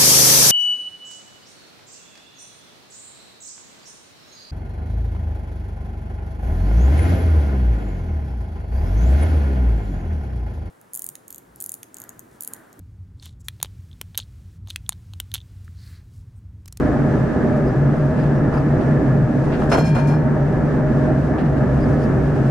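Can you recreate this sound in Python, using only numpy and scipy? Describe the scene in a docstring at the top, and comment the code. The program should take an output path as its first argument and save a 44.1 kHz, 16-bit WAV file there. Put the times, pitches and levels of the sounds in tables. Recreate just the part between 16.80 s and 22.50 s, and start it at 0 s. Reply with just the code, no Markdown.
"""A low, rough rumble is heard first: a small camera rides a rolling frame along an asphalt path behind
a skater. The road's grain forces wheels and frame into vibration, and their modes sound straight into
both microphone ports. Over a bump the frame thuds, loose parts rattle and a thin steel disc rings on in
free vibration. Short friction squeaks sound near 5 kHz over a faint hiss of tyres and air."""
import sys
import numpy as np
from scipy import signal
from scipy.fft import rfft, irfft, next_fast_len
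from scipy.io import wavfile
from scipy.ndimage import uniform_filter1d, minimum_filter1d

SR = 44100
rng = np.random.default_rng(int(sys.argv[2]) if len(sys.argv) > 2 else 0)


def bounce(signal):
    """Save signal as a 16-bit WAV file at the path given by the first command-line argument."""
    frames = np.transpose(np.atleast_2d(signal))
    limited = np.clip(frames, -1, 1)
    pcm = np.round(limited * 32767).astype(np.int16)
    wavfile.write(sys.argv[1], SR, pcm)


N = 251370
T = np.arange(N) / SR

# levels along the path: (time [s], rumble [dB], hiss [dB], bounce [dB], sway [dB])
PATH_LEVELS = [(0.04, -19, -51.5, -26.5, -24), (0.3, -18.5, -53, -21.5, -28), (0.8, -19, -54, -20, -27),
               (1.38, -19.5, -55.5, -17.5, -29), (2.17, -18.5, -53.5, -19, -28),
               (2.39, -20.5, -56, -12, -29), (2.6, -19.5, -53, -15, -33), (2.88, -18.5, -53.5, -16.5, -23),
               (3.1, -22, -50, -13, -33), (3.42, -19.5, -55.5, -17, -29), (3.8, -19.5, -54, -19.5, -29),
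               (4.27, -19, -54, -19.5, -28.5), (4.75, -20.5, -55.5, -17.5, -28),
               (5.1, -17, -53.5, -20.5, -25.5), (5.66, -20, -53.5, -17.5, -27)]
# spectral envelopes of the noises: (frequency [Hz], relative spectral density [dB])
RUMBLE_SPECTRUM = [(60, -44), (91, -11), (141, -7.5), (190, -9.5), (260, -9.5), (345, -16), (555, -18),
                   (780, -21), (980, -27.5), (1730, -30.5), (2300, -43.5), (3050, -65), (4200, -82.5)]
THUD_SPECTRUM = [(200, 11.5), (400, 9.5), (700, 15), (1000, 5.5), (1450, 4.5), (2100, -11), (3000, -19.5),
                 (5000, -40), (8000, -92)]
RATTLE_SPECTRUM = [(1200, -19.5), (2000, -23), (3000, -11), (4500, 2), (6300, 0.5), (8500, -4.5),
                   (10500, -4.5), (11400, -11), (12200, -30.5), (16000, -62.5)]
SCRAPE_SPECTRUM = [(1000, -34), (1700, -4.5), (2400, 2), (3200, -4), (4800, -9.5), (7000, -39.5)]
SWAY_SPECTRUM = [(15, -24.5), (25, 22.5), (40, 9.5), (58, 24), (90, 16), (130, -51)]
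HISS_SPECTRUM = [(1500, -23), (2500, 6.5), (3200, -0.5), (4000, -4), (5000, -4.5), (6300, -7), (8000, -11),
                 (10500, -15.5), (12500, -23.5), (14000, -30), (16000, -47.5)]
# resonance peaks on those envelopes: (frequency [Hz], bandwidth [Hz], lift [dB])
FRAME_MODES = [(235, 39, 5.5), (278.7, 27, 3), (315.4, 20, 7), (390.4, 27, 8), (495, 11, 6), (605, 39, 3),
               (1280, 110, 2), (1712, 77, 5.5)]
RATTLE_MODES = [(2400, 160, 6.5), (3213, 160, 4.5), (4240, 170, 6), (5270, 200, 6), (6160, 200, 4.5),
                (6460, 180, 5.5), (7400, 200, 6.5), (8600, 250, 5.5), (10050, 260, 7), (10500, 300, 4.5),
                (11350, 250, 6.5)]
SCRAPE_MODES = [(1760, 220, 8), (2050, 200, 4.5), (2670, 350, 4.5)]
HISS_WHISTLES = [(5720, 60, 3), (6050, 60, 4), (7450, 80, 2)]
# brief stalls of the frame's bounce: (time [s], depth [dB], half duration [s])
BOUNCE_STALLS = [(0.52, -18, 0.056), (0.683, 0, 0.016), (1.74, -13, 0.032), (2.007, -22, 0.031),
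                 (2.218, -18, 0.03), (2.512, -15, 0.04), (2.773, -7.5, 0.098), (2.977, -10, 0.034),
                 (3.186, -11, 0.026), (3.467, -6, 0.023), (4.586, -19, 0.044), (4.761, -9, 0.016),
                 (4.88, -9, 0.029)]
# jolts from the road: (time [s], rattle [dB], thud [dB], scrape [dB], hold [s])
ROAD_JOLTS = [(0.76, -64, -63, -63, .022), (1.357, -64, -46, -50.5, 0.11), (1.72, -62, -25.5, -58, 0.056),
              (1.99, -74, -44, -52, 0.026), (2.64, -59, -58, -64, 0.015), (2.717, -65, -38, -40.5, 0.033),
              (2.788, -59, -29.5, -52, 0.051), (2.894, -46.5, -47, -42, 0.02),
              (2.913, -39, -16, -31.5, 0.037), (2.969, -43, -24, -39, 0.019), (3.04, -48, -38, -46, 0.052),
              (3.146, -52.5, -24.5, -44, 0.05), (3.268, -51, -40, -53, 0.02),
              (3.283, -57.5, -28.5, -57, 0.056), (4.58, -62, -49, -47.5, 0.026),
              (4.646, -64, -48, -50, 0.015), (4.764, -63, -46, -53, 0.018), (5.08, -62, -47, -62, 0.063),
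              (5.192, -61, -56, -54, 0.064), (5.547, -62, -45, -52, 0.029)]
# hard blows on the frame: (time [s], level [dB], tilt about 700 Hz [dB/octave])
FRAME_BLOWS = [(1.768, -24, 1), (2.728, -32, 7), (2.752, -29, 3), (2.917, -18.5, 4.5), (2.923, -14, 5),
               (2.929, -19, 4), (2.935, -18, 1), (2.941, -24, 2), (2.947, -21, 2), (2.953, -17, -2),
               (2.959, -15, -1), (2.964, -28, -2), (2.972, -25, -5), (2.981, -11, -5.5), (2.99, -21, -1),
               (3.01, -20, -3), (3.165, -26, 4), (3.176, -24, 3), (3.184, -26, 1), (3.31, -25, 0)]
# modes of the struck frame: (frequency [Hz], gain [dB], t60 [s])
STRUCK_MODES = [(242, -10, 0.036), (327, -7, 0.049), (486, 2.5, 0.022), (723, -1.5, 0.044),
                (1030, -7.5, 0.04), (1430, -7.5, 0.053), (1760, -17.5, 0.025), (2040, -13.5, 0.02),
                (2730, -22.5, .02)]
# knocks of a loose part on the disc: (time [s], level [dB], tilt about 4 kHz [dB/octave])
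DISC_KNOCKS = [(2.722, -53, 3.5), (2.902, -38, 2.5), (2.914, -24.5, 2), (2.934, -30.5, 2), (2.978, -33, 2),
               (3.006, -36.5, 1.5), (3.05, -33.5, -0.5), (3.082, -41.5, -1.5), (3.144, -38.5, 1.5),
               (3.168, -39, -6), (3.2, -48.5, -4), (3.272, -40.5, 2.5), (3.3, -43, 0.5),
               (3.335, -44.5, -2.5)]
# natural frequencies of the steel disc: (frequency [Hz])
DISC_MODE_HZ = [915, 1622, 2396, 2799, 3213, 4238, 5232, 6155, 6400, 7451, 9900, 11420]
# the same modes: (gain [dB], free t60 [s], left minus right [dB], flutter [dB], added damping t60 [s])
DISC_MODES = [(-5, 7.4, 13, 2, 4.1), (-4, 0.73, 15.5, 0, .5), (-5.5, 2.2, 1.5, 3, 0.41),
              (-20, .5, -7, 1, .5), (-8, 0.45, -7, 1.5, .5), (-5, 0.38, 10, 3, .9),
              (4, 0.087, -3, 3.5, 1.5), (-9, 0.18, -1, 5, .5), (-7, 0.05, 4, 4, .5),
              (-12.5, 0.13, -4, 4, .5), (-11, 0.05, 5.8, 2, .5), (-16, .04, -5, 5.5, .5)]
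# course of the wheel hum: (time [s], level [dB])
HUM_LEVELS = [(0.0, -33.5), (0.6, -35), (0.72, -26.5), (1.05, -41.5), (1.2, -29), (1.5, -35), (2.0, -33),
              (2.5, -33), (2.7, -41), (2.95, -28.5), (3.15, -39.5), (3.62, -29), (3.88, -38.5), (4.05, -32),
              (4.4, -28.5), (4.6, -40), (4.8, -28.5), (5.7, -35)]
# friction squeaks: (time [s], duration [s], frequency [Hz], level [dB], bandwidth [Hz])
SQUEAK_EVENTS = [(0.862, .045, 4980, -58, 500), (1.395, .035, 4880, -59, 250),
                 (1.545, 0.055, 5600, -62, 500), (1.737, .022, 4900, -54, 450),
                 (1.771, 0.023, 4950, -52.5, 500), (4.995, 0.065, 4900, -55, 380),
                 (5.182, .085, 4950, -57, 1000), (5.546, .03, 5100, -62, 600)]
# stereo width at the ports: (frequency [Hz], side minus mid [dB])
PORT_WIDTH = [(25, -15.5), (60, -18), (140, -14.5), (250, -10.5), (500, -8.5), (1000, -7), (2000, -4.5),
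              (4000, -1), (8000, -2.5), (13000, -0.5)]
# balance of the ports: (frequency [Hz], left minus right [dB])
PORT_BALANCE = [(60, .5), (140, .5), (250, -1.9), (500, -.3), (1000, 1.7), (2000, -.3), (4000, .6),
                (8000, -.3)]


def frame_rumble(level_db):
    """Forced vibration: the road's grain is a broadband drive, filtered by the frame's resonances."""
    grain = contact_noise(spread_db=.88, flutter_db=.84, flutter_hz=12)
    return undb(level_db) * at_ports(grain, RUMBLE_SPECTRUM, FRAME_MODES)


def frame_bounce(level_db):
    """Resonance: the frame's strongest mode swings fairly evenly, apart from brief stalls."""
    stall_db = sum(db * np.exp(-((T - s) / half) ** 2) for s, db, half in BOUNCE_STALLS)
    swing = driven_mode(hz=141.6, width_hz=19.3, drift=.012, evenness=.6)
    return undb(level_db + stall_db) * swing * pan(.5)


def jolts():
    """Transient excitation: each jolt releases noise bursts of thud, rattling parts and scraping."""
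    times, rattle_db, thud_db, scrape_db, holds = np.transpose(ROAD_JOLTS)
    envelope = lambda levels: burst_envelope(zip(times, levels, holds), t60=.15)
    thud = at_ports(contact_noise(2.4, 2.3, 90), THUD_SPECTRUM, widen_db=3.5)
    rattle = at_ports(contact_noise(1.7, .8, 180), RATTLE_SPECTRUM, RATTLE_MODES)
    scrape = at_ports(contact_noise(2.46, 2.4, 120), SCRAPE_SPECTRUM, SCRAPE_MODES)
    return envelope(thud_db) * thud + envelope(rattle_db) * rattle + envelope(scrape_db) * scrape


def frame_blows():
    """Impulse response: each blow starts the frame's modes as damped sinusoids, in its own mix."""
    times, blow_db, tilt = np.transpose(FRAME_BLOWS)
    scatter_db = 2.5 * rng.standard_normal((len(times), len(STRUCK_MODES)))
    out = 0
    for (hz, db, t60), mix_db in zip(STRUCK_MODES, scatter_db.T):
        impulses = np.zeros(N)
        impulses[(times * SR).astype(int)] = undb(blow_db + db + tilt * np.log2(hz / 700) + mix_db)
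        pole = undb(-60 / (t60 * SR)) * np.exp(2j * np.pi * hz / SR)
        out = signal.lfilter([1], [1, -pole], impulses).imag - out  # neighbouring modes alternate in sign
    return out


def steel_disc(rest_s=3.33):
    """Modal decay: each mode stores the energy of the knocks and loses it at its own rate."""
    powers = [burst_envelope([(s, db, .014)], t60=.085) ** 2 for s, db, _ in DISC_KNOCKS]
    tilts = np.transpose(DISC_KNOCKS)[2]
    jitter = .0061 * (sum(powers) / sum(powers).max()) ** .25  # knocks shake the phase
    resting_s = np.clip(T - rest_s, 0, None)  # the loose part comes to rest on the disc and damps it
    out = 0
    for hz, (db, t60, pan_db, flutter_db, damping_t60) in zip(DISC_MODE_HZ, DISC_MODES):
        fed = sum(power * undb(2 * tilt * np.log2(hz / 4000)) for power, tilt in zip(powers, tilts))
        energy = signal.lfilter([1], [1, -undb(-120 / (t60 * SR))], fed)
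        phase = 2 * np.pi * np.cumsum(hz * (1 + jitter * wander(150))) / SR
        lag = np.array([[0], [rng.normal(0, .91)]])  # each mode reaches the ports from another side
        gain_db = db - 36 - 60 * resting_s / damping_t60 + flutter_db * wander(160)
        out += undb(gain_db) * pan(pan_db) * np.sqrt(energy) * np.sin(phase + lag)
    return out


def frame_sway(level_db):
    """Low-frequency random motion: wind and the frame's slow sway lie below the rumble."""
    return undb(level_db) * at_ports(rng.standard_normal((2, N)), SWAY_SPECTRUM)


def wheel_hum():
    """Narrow-band resonance: the wheels' hum comes and goes, a little different at each port."""
    mid, side = (driven_mode(hz=617, width_hz=33, drift=.011, evenness=.11) for _ in range(2))
    return undb(over_time(HUM_LEVELS)[0]) * (mid + undb(-14.5) * side * np.array([[1], [-1]]))


def squeaks():
    """Stick-slip friction: rubbing gives a raspy, narrow band of noise with a weak octave."""
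    friction = contact_noise(spread_db=2.2, flutter_db=2.2, flutter_hz=250)
    friction[1] = .9 * friction[0] + .45 * friction[1]  # the right port hears nearly the same
    out = np.zeros((2, N))
    for s, duration, hz, db, width in SQUEAK_EVENTS:
        span = slice(int(s * SR), int((s + duration) * SR))
        edges_hz = np.array([hz - width / 2, hz + width / 2])
        bands = [signal.butter(2, k * edges_hz, "band", fs=SR, output="sos") for k in (1, 2)]
        tone, octave = (unit_rms(signal.sosfilt(band, friction[:, span])) for band in bands)
        out[:, span] += undb(db) * signal.windows.tukey(tone.shape[1], .4) * (tone + .2 * octave)
    return out


def air_hiss(level_db):
    """Broadband noise: tyres and air hiss, with narrow peaks heard as faint whistles."""
    return undb(level_db) * at_ports(contact_noise(1.3, .8, 14), HISS_SPECTRUM, HISS_WHISTLES)


def contact_noise(spread_db, flutter_db, flutter_hz):
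    """Random impacts: many small contacts of uneven size give two noises that flutter together."""
    strength = undb(spread_db * rng.exponential(size=N) + flutter_db * wander(flutter_hz))
    return strength * rng.standard_normal((2, N))


def driven_mode(hz, width_hz, drift, evenness):
    """A randomly driven resonator swells and fades as its pitch drifts; evenness 1 flattens the swell."""
    resonate = lambda x: signal.lfilter([1], [1, -np.exp(-width_hz * np.pi / SR)], x)
    amplitude = resonate(resonate(rng.standard_normal(N) + 1j * rng.standard_normal(N)))
    amplitude /= np.abs(amplitude) ** evenness
    phase = 2 * np.pi * np.cumsum(hz * (1 + drift * wander(5))) / SR
    return unit_rms((amplitude * np.exp(1j * phase)).imag)


def burst_envelope(bursts, t60, rise_s=.0052):
    """Incoherent bursts (time [s], level [dB], hold [s]) rise, hold, decay, and add in power."""
    power = np.zeros(N)
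    for s, db, hold in bursts:
        age = T - s
        decay_db = 60 * np.clip(age - hold, 0, 1) / t60
        power += (undb(db - decay_db) * np.clip(age / rise_s, 0, 1)) ** 2
    return np.sqrt(power)


def at_ports(noises, spectrum, modes=(), widen_db=0.):
    """Linear filtering: mid and side noises are coloured and mixed to left and right, at mid rms 1."""
    size = next_fast_len(N)
    hz = np.arange(1, size // 2 + 2) * SR / size
    gain = undb(over_frequency(spectrum, hz))
    for centre, width, db in modes:
        gain *= 1 + (undb(db) - 1) / (1 + (2 * (hz - centre) / width) ** 2)  # Lorentzian peak
    mid, side = rfft(noises, size) * gain
    side *= undb(over_frequency(PORT_WIDTH, hz) + widen_db)
    balance = pan(over_frequency(PORT_BALANCE, hz))
    out = irfft(np.array([mid + side, mid - side]) * balance, size)[:, :N]
    return out / np.sqrt(np.mean(out.mean(axis=0) ** 2))


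def wander(rate_hz):
    """Slow random modulation: steps at rate_hz, smoothed twice, with a spread near 1."""
    hold = int(SR / rate_hz)
    steps = np.repeat(rng.standard_normal(N // hold + 1), hold)
    return 1.3 * uniform_filter1d(uniform_filter1d(steps, hold), hold)[:N]


def over_time(table):
    """Linear interpolation of each level column, one value a sample."""
    times, *columns = np.transpose(table)
    return [np.interp(T, times, column) for column in columns]


def over_frequency(table, hz):
    """Interpolation of (frequency [Hz], level [dB]) on a logarithmic frequency axis."""
    points_hz, db = np.transpose(table)
    return np.interp(np.log(hz), np.log(points_hz), db)


def pan(db):
    """Left and right gains for a level difference."""
    return undb(db * np.array([[.5], [-.5]]))


def undb(db):
    """Level to amplitude ratio."""
    return 10 ** (np.asarray(db) / 20)


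def unit_rms(x):
    """Normalisation to rms 1."""
    return x / np.sqrt(np.mean(x ** 2))


def scene():
    """Superposition: all sources add at the two ports."""
    rumble_db, hiss_db, bounce_db, sway_db = over_time(PATH_LEVELS)
    rolling = frame_rumble(rumble_db) + air_hiss(hiss_db) + frame_sway(sway_db)
    tones = wheel_hum() + frame_bounce(bounce_db)
    return rolling + tones + jolts() + frame_blows() + steel_disc() + squeaks()


def record(dry, ceiling=.66, cutoff_hz=15700):
    """Peak limiting: the gain falls ahead of peaks above the ceiling; a low-pass then cuts the top."""
    window = 2 * (SR // 100)  # 10 ms to either side
    gain = np.minimum(1, ceiling / (np.abs(dry).max(axis=0) + 1e-9))
    gain = uniform_filter1d(minimum_filter1d(gain, window), window)
    lowpass = signal.ellip(10, .2, 70, cutoff_hz, fs=SR, output="sos")
    return signal.sosfilt(lowpass, dry * gain)


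dry = scene()
out = record(dry)
bounce(out)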